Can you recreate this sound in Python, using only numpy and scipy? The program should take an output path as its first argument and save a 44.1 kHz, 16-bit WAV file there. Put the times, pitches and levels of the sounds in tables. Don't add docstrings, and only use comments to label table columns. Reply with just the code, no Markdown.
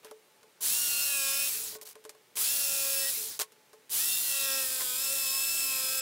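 import sys
import numpy as np
from scipy import signal
from scipy.io import wavfile
from scipy.ndimage import uniform_filter1d

SR = 44100
rng = np.random.default_rng(int(sys.argv[2]) if len(sys.argv) > 2 else 0)


def amplitude_ratio(level_db):
    exponent = np.asarray(level_db, float) / 20
    return 10 ** exponent


def to_wav(sig):
    pcm = np.clip(np.atleast_2d(sig), -1, 1) * 32767
    pcm = np.round(pcm).astype(np.int16)
    wavfile.write(sys.argv[1], SR, pcm.T)


N = 265041
T = np.arange(N) / SR
FRAME_T, BIN_HZ = np.arange(N // 128 + 5) * 128 / SR, np.fft.rfftfreq(512, 1 / SR)

# pressed t/s, released t/s, coasting/s, fan hiss level/dB, gear whine level/dB
BURSTS = [
    (.607, 1.475, .32, -30.5, -38),
    (2.356, 3.1, .305, -30, -44.5),
    (3.899, 7, .3, -30, -39),
]
FREE_HZ = 280

# f/Hz, level/dB, t60/s
BENCH = [
    (435, 0, .27),
    (595, -2, .09),
    (330, -9, .04),
    (505, -8, .05),
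]


def evened(x):
    return x / np.sqrt(np.mean(x ** 2) + 1e-20)


def read(points, at):
    f, value = np.transpose(points)
    return np.interp(np.log(at + 1), np.log(f + 1), value)


def band(x, lo_hz, hi_hz):
    edges = np.clip([lo_hz, hi_hz], 10, 21000)
    return signal.sosfilt(signal.butter(3, edges, "band", fs=SR, output="sos"), x)


def resonate(x, hz, width):
    turn = np.exp(2j * np.pi * np.cumsum(hz * np.ones(len(x))) / SR)
    r = np.exp(-np.pi * width / SR)
    return 2 * (turn * signal.lfilter([1 - r], [1, -r], x / turn)).real


def wander(t, per_s):
    steps = uniform_filter1d(rng.standard_normal(450), size=3)
    return evened(np.interp(t, np.arange(450) / per_s, steps))


def swell(t, start, end, fade_s):
    return np.clip(np.minimum(t - start, end - t) / fade_s, 0, 1)


def noise(db, patchy_db):
    a, b, patches = rng.standard_normal((len(FRAME_T), len(BIN_HZ), 3)).T
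    patches = uniform_filter1d(patches, size=5, axis=0)
    patches = evened(uniform_filter1d(patches, size=20, axis=1))
    field = (a + 1j * b) * amplitude_ratio(db + patchy_db * patches)
    return signal.istft(field, nperseg=512, noverlap=384)[1][:N]


def drive(on, off, coast):
    # t/s, stroke rate f/Hz, push on the plank level/dB, gear load level/dB
    cuts = [
        [(.75, 291, -66, 2.5), (.85, 289, -65, -3.5), (.93, 283.5, -64, 0.5), (1.1, 283.7, -57.5, -0.5),
         (1.21, 273.2, -53, 2), (1.31, 273, -51, -3.5), (1.48, 280.4, -56.5, -2)],
        [(2.5, 284.7, -63.5, 6), (2.57, 282.2, -59.5, -5), (2.64, 279.4, -54, 3), (2.72, 274.9, -52, 3.5),
         (2.87, 273.2, -47, -1), (3.05, 271.3, -47.5, 3.5), (3.1, 273.7, -54.5, -3)],
        [(4.1, 282.3, -76, -1.5), (4.23, 280, -85, -10), (4.31, 276.9, -57, -2.5), (4.5, 270.2, -47, 1.5),
         (4.6, 267.4, -46.5, 3.5), (4.68, 261.6, -55, -5), (4.77, 261.3, -53.5, -5), (4.86, 251.8, -56.5, -9)],
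        [(4.94, 253, -56.5, -4), (5.04, 271.2, -59, -1), (5.13, 273.3, -59, -2.5), (5.22, 269.5, -57, 3),
         (5.3, 266.5, -59, 0), (5.4, 269.4, -59.5, 3), (5.6, 272, -64, 4.5), (5.8, 262.4, -53, -0.5),
         (6.01, 265.5, -51, 3.5)],
    ]
    span = slice(round(on * SR), min(round((off + .96 * coast) * SR), N))
    t = T[span]
    s, *controls = np.transpose(sum(cuts, []))
    share = 1 - np.maximum(t - off, 0) / coast
    return span, t, share, *(np.interp(t, s, c) for c in controls)


def blade(t, line, throb_db, bite):
    bite_db = -28 + 0.43 * throb_db + 1.15 * np.tanh(2 * wander(t, 8.2))
    buzz = amplitude_ratio(throb_db) * line(2, 0)
    for k in range(1, 45):
        if k == 2:
            continue
        held_db = bite_db if k < 12 else 0.38 * bite_db - 29.0
        flutter_db = (2.4 + .04 * k) * wander(t, 14)
        buzz += amplitude_ratio(read(bite, k) + held_db + flutter_db) * line(k, .003 + .00006 * k)
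    return buzz


def gears(t, turn, line, whine_db, gear):
    teeth_per_stroke = 9.75
    beat = 1 + .15 * np.cos(np.pi / 2 * turn)
    whine = np.zeros(len(t))
    for k, db in enumerate(gear, start=1):
        whine += amplitude_ratio(db + whine_db + 2.2 * wander(t, 30)) * beat * line(k * teeth_per_stroke, .003)
    return whine


def singing(t, line):
    # start t/s, end t/s, multiple of the stroke rate, level/dB
    spells = [(1.1, 1.38, 4, -52), (1.05, 1.35, 9, -41), (.85, 1.1, 9, -50), (1.3, 1.5, 9, -44),
              (1.05, 1.48, 11, -50), (2.48, 3.1, 29.25, -48), (1.05, 1.47, 6, -54), (1.18, 1.47, 37, -46),
              (5.07, 5.19, 2, -49), (1.2, 1.46, 18, -48), (1.17, 1.48, 19.5, -45), (1.1, 1.48, 29.25, -46),
              (.75, 1.14, 15, -51), (3.94, 4.7, 7, -56), (3.0, 3.14, 7, -48), (4.06, 4.27, 13, -45.5),
              (4.28, 4.5, 14, -48), (4.1, 4.45, 15, -50), (4.35, 4.65, 19, -47), (4.45, 4.62, 20, -48),
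              (4.4, 4.64, 21, -43), (4.35, 4.55, 28, -45), (4.42, 4.66, 6, -51), (5.2, 5.45, 4, -55),
              (5.62, 5.9, 4, -56), (4.55, 5.0, 19.5, -48), (4.95, 6.1, 19.5, -42.5), (4.28, 4.68, 10, -51),
              (5.66, 6.1, 10, -49), (.72, 1.45, 5, -55)]
    song = np.zeros(len(t))
    for start, end, multiple, db in spells:
        if t[0] < start < t[-1]:
            slack = .003 + .00006 * multiple * (multiple % 1 == 0)
            song += amplitude_ratio(db - 2.5 + 2.5 * wander(t, 40)) * swell(t, start, end, .07) * line(multiple, slack)
    return song


def folded(t, turn):
    # start t/s, end t/s, multiple of the stroke rate, level/dB
    spells = [
        (.74, 1.2, 117, -42),
        (1.33, 1.48, 117, -41),
        (2.46, 2.74, 117, -39),
        (2.72, 3.1, 119, -43),
        (4.06, 4.34, 117, -46),
    ]
    converter_hz = 48000
    tones = np.zeros(len(t))
    for start, end, multiple, db in spells:
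        tone = np.cos(2 * np.pi * (converter_hz * t - multiple * turn))
        tones += amplitude_ratio(db + 2 * wander(t, 30)) * swell(t, start, end, .05) * tone
    return tones


def strokes():
    # multiple of the stroke rate, level against the bite/dB
    bites = [
        [(1, -22), (3, -18), (4, -10), (6, -8), (7, -16), (9, -3), (12, -9), (15, -3), (17, -10), (23, -7),
         (26, -11), (33, -10), (38, -4), (44, -11)],
        [(1, -24), (3, -18), (4, -13), (6, -6), (8, -17), (9, -2), (12, -9), (13, -1), (14, -8), (24, -8),
         (29, -13), (35, -11), (38, -4), (44, -11)],
        [(1, -16), (3, -19), (4, -11), (5, -4), (7, -9), (8, -18), (9, -7), (11, -12), (13, -4), (17, -11),
         (26, -17), (28, -11), (30, -17), (44, -23)],
    ]
    # level/dB of the tooth rate and of its multiples 2, 3, 4, 5
    gear_rows = [
        (-4.5, -8, -7.5, -24, -16),
        (-3, -1, -12, -20, -9),
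        (-3, -7, -5, -12, -15),
    ]
    spin_up_s, whine_db_per_hz = .042, 0.3
    out, turns = np.zeros(N), np.zeros(N)
    for (on, off, coast, _, gear_db), bite, gear in zip(BURSTS, bites, gear_rows):
        span, t, share, hz, throb_db, load_db = drive(on, off, coast)
        hz = hz * share * (1 - np.exp((on - t) / spin_up_s))
        turns[span] = turn = np.cumsum(hz * (1 + 0.00121 * wander(t, 60))) / SR
        play, phases = wander(t, 65), rng.random(200)

        def line(multiple, slack):
            phase = phases[round(4 * multiple)]
            return np.cos(2 * np.pi * (multiple * (turn + slack * play) + phase))

        whine_db = gear_db + load_db + whine_db_per_hz * (hz - FREE_HZ)
        buzz = blade(t, line, throb_db, bite) + gears(t, turn, line, whine_db, gear)
        buzz += singing(t, line) + folded(t, turn)
        onset = np.minimum((t - on) / 0.055, 1) ** 2
        out[span] = np.sqrt(2) * buzz * onset * amplitude_ratio(-350 * np.maximum(t - off, 0))
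    return out, turns


def steady(x, ref):
    return x / np.sqrt(uniform_filter1d(ref ** 2, size=20000) + 1e-20)


def motor(turns):
    # f/Hz, level per Hz/dB
    side_on = [(18, -45), (30, -19), (600, -21), (1300, -17.5), (2300, -8), (2900, -1), (5300, -3),
               (6200, -3), (8700, -5), (10300, 1), (12000, -3.5), (15700, -2)]
    # f/Hz, level per Hz/dB
    from_behind = [(18, -50), (30, -18), (264, -19), (640, -17), (1300, -17.5), (2040, -13.5),
                   (2700, -13.5), (5200, -7.5), (6300, -12.5), (7600, 1.5), (8600, -3), (11000, -2),
                   (15700, -2)]
    # t/s, share heard from behind
    turning = [
        (4.4, 0.23),
        (4.85, 0.8),
    ]
    behind = np.interp(FRAME_T, *np.transpose(turning))
    colour_db = np.outer(read(side_on, BIN_HZ), 1 - behind) + np.outer(read(from_behind, BIN_HZ), behind)
    air = noise(colour_db, patchy_db=1.0)
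    grit = amplitude_ratio(1.5 * evened(uniform_filter1d(rng.standard_normal(N), size=30)))
    puff = (1 + 0.028 * np.cos(2 * np.pi * turns)) * grit
    hiss, rattle = band(air, 7030, 18700) * puff, band(air, 1660, 6600) * puff
    hiss, rattle = steady(hiss, hiss), steady(rattle, rattle)
    rumble = band(air, 6.7, 2154)
    rumble = steady(rumble, band(rumble, 460, 1067))
    casing_hz, casing_width_hz = 2600, 450
    out = np.zeros(N)
    for on, off, coast, db, _ in BURSTS:
        span, t, share, hz, *_ = drive(on, off, coast)
        db = db + 0.09 * (hz - FREE_HZ)
        db += -20 * np.exp((on - t) / 0.023) + 7.5 * np.exp((on - t) / 0.078)
        db += -0.5 * np.clip((t - off) / 0.01, 0, 1) + 18 * np.log10(share)
        db += 0.28 * (1 - share) * wander(t, 28.1)
        casing = resonate(air[span], casing_hz, casing_width_hz)
        casing = evened(resonate(casing, casing_hz, casing_width_hz))
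        casing *= amplitude_ratio(-16) * np.clip((t - off) / 0.069, 0, 1) * share
        late, turned = (1 - share) ** 2, np.interp(t, *np.transpose(turning))
        rattle_db = -7 + 7.5 * late
        rumble_db = -30 + 10.5 * late + 2.5 * turned
        mix = hiss[span] + casing + amplitude_ratio(rattle_db) * rattle[span] + amplitude_ratio(rumble_db) * rumble[span]
        out[span] = amplitude_ratio(db) * np.minimum((t[-1] - t) / .015, 1) * mix
    return out


def run_downs():
    # f at full speed/Hz, level/dB, speed share where loudest, spread in speed share
    coasting = [
        (17400, -47.5, .5, .36),
        (2650, -52.5, .95, .17),
    ]
    width_hz = 220
    out, share = np.zeros(N), np.linspace(1, .16, num=17)
    for on, off, coast, *_ in BURSTS[:2]:
        s = off + (1 - share) * coast
        span = slice(round(s[0] * SR), min(round(s[-1] * SR), N))
        for full_hz, peak_db, loudest, spread in coasting:
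            hz = np.interp(T[span], s, full_hz * share)
            db = np.interp(T[span], s, peak_db - 6 * ((share - loudest) / spread) ** 2)
            fuzz = resonate(rng.standard_normal(len(hz)), hz, width_hz)
            fuzz = evened(resonate(fuzz, hz, width_hz))
            out[span] += amplitude_ratio(db) * fuzz * signal.windows.tukey(len(hz), .15)
    return out


def ring(modes, t, detune=1):
    return sum(amplitude_ratio(db - 60 * t / t60) * np.sin(2 * np.pi * hz * detune * t) for hz, db, t60 in modes)


def knocks():
    # t/s, tick peak level/dB, bench knock level/dB, metal clink level/dB, tick
    # t60/s
    hits = [(0.0469, -31.5, -49, -54, 0.1), (0.1119, -31.5, -46.5, -64, 0.047),
            (0.279, -57, -70, -71, 0.04), (0.4308, -40.5, -60, -59, 0.043),
            (0.6062, -42, -61.5, -56, 0.039), (1.7246, -45, -55, -56, 0.019),
            (1.7525, -30.5, -47, -49, 0.044), (1.7855, -39, -66, -58, 0.04),
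            (1.8135, -24.5, -66, -64, 0.022), (1.8204, -40, -54, -58, 0.011),
            (1.955, -34.5, -52, -56, 0.045), (2.0402, -35, -77, -66, 0.067),
            (2.051, -30.5, -46.5, -55, 0.07), (2.0935, -25, -52.5, -72, 0.066),
            (2.149, -43, -62, -65, 0.04), (2.355, -34, -58, -60, 0.07), (2.3702, -13, -55, -46, 0.059),
            (3.392, -11.5, -46.5, -43, 0.039), (3.4183, -16, -48.5, -39.5, 0.084),
            (3.521, -38.5, -71, -76, 0.07), (3.7314, -38.5, -55.5, -57, 0.084),
            (3.8952, -28, -62, -68, 0.04), (4.8077, -15, -56, -47, 0.033), (4.8181, -20, -52.5, -42, 0.064)]
    # f/Hz, level/dB, t60/s
    metal = [
        (948, -11, 0.15),
        (1080, 3.5, 0.092),
        (1473, -0.5, 0.04),
    ]
    out, t = np.zeros(N + SR), np.arange(SR // 3) / SR
    rise = 1 - np.exp(-t / .0025)
    for s, tick_db, bench_db, metal_db, t60 in hits:
        crack, detune = rng.standard_normal(len(t)), rng.uniform(0.92, 1.03)
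        decay = amplitude_ratio(-60 * t / 0.0021) + 0.46 * amplitude_ratio(-60 * t / max(t60, .005))
        tick = band((t == 0) + crack * decay, 1450, 12400)
        thud = amplitude_ratio(0.5 - 60 * t / 0.043) * evened(band(crack, 314, 1520))
        hit = amplitude_ratio(tick_db - 8.5) * tick
        hit += amplitude_ratio(bench_db + 4) * rise * (ring(BENCH, t) + thud)
        hit += amplitude_ratio(metal_db - 1.5) * ring(metal, t, detune)
        out[round(s * SR):][:len(t)] += hit
    return out[:N]


def scrapes():
    # start t/s, length/s, level/dB, dull part below about 3 kHz level/dB, fade by the end/dB
    slides = [
        (0.028, 0.081, -56, 6, -8),
        (1.816, 0.03, -34.5, -20, -34),
        (1.85, 0.084, -38.5, -11.5, -9),
        (3.396, 0.051, -19.5, -9, -37),
        (4.797, 0.03, -30, -5.5, -7),
    ]
    out = np.zeros(N)
    for start, length, db, dull_db, fade_db in slides:
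        u = np.arange(0, length, 1 / SR) / length
        grains = rng.standard_normal(len(u)) * amplitude_ratio(2.9 * wander(u * length, 1390))
        rub = evened(band(grains, 4000, 16000)) + amplitude_ratio(dull_db) * evened(band(grains, 450, 3400))
        out[round(start * SR):][:len(u)] += amplitude_ratio(db - 9 + fade_db * u ** 3) * rub * np.minimum(u / 0.062, 1)
    return out


def bench_hum():
    # start t/s, end t/s, level/dB
    drags = [
        (1.482, 1.738, -59.5),
        (3.109, 3.386, -58),
    ]
    out = np.zeros(N)
    for start, end, db in drags:
        count = len(np.arange(0, end - start, 1 / SR))
        is_bump = rng.random(count) < 70 / SR
        bumps = rng.standard_normal(count) * (.12 + is_bump * 4)
        hum = evened(resonate(bumps, BENCH[0][0], 13))
        out[round(start * SR):][:count] += amplitude_ratio(db) * hum * signal.windows.tukey(count, .6)
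    return out


def room():
    # f/Hz, level/dB
    colour = [(60, -29), (200, -3.5), (300, -11.5), (436, -0.5), (700, -9), (1800, -9.5), (2400, -10),
              (8000, -16), (16000, -19)]
    # f/Hz, width/Hz, level/dB
    hums = [
        (858, 10, -77),
        (2200, 55, -83.5),
        (8600, 60, -83),
    ]
    air = noise(read(colour, BIN_HZ)[:, None], patchy_db=.7)
    out = amplitude_ratio(-64) * evened(band(air, 90, 20000))
    for hz, width, db in hums:
        out += amplitude_ratio(db) * evened(resonate(rng.standard_normal(N), hz, width))
    return out


def scene():
    buzz, turns = strokes()
    mid = buzz + motor(turns) + run_downs() + knocks() + scrapes() + bench_hum() + room()
    side = amplitude_ratio(-16.5) * room()
    return np.array([mid + side, mid - side])


def band_limit(x):
    return signal.sosfilt(signal.butter(12, 17010, fs=SR, output="sos"), x)


def record(dry):
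    edge_hz = 15780
    slips = rng.random((N // 1024 + 2, 14)) < .012
    slips[:, :3] = False
    block = (FRAME_T * SR).astype(int) // 1024
    band_of_bin = np.minimum(BIN_HZ // 1600, 13).astype(int)
    mask = slips[block][:, band_of_bin].T
    loud = np.sqrt(uniform_filter1d(dry.mean(0) ** 2, size=2048) + 1e-20)
    patches = evened(noise(np.where(mask, 0., -120.), patchy_db=1))
    apart = amplitude_ratio(-19.5) * loud * (loud > .01) * patches
    edge = signal.firwin(511, edge_hz, window=("kaiser", 9), fs=SR)
    mix = signal.oaconvolve(dry + [apart, -apart], edge[None], "same")
    return band_limit(mix)


dry = scene()
out = record(dry)
to_wav(out)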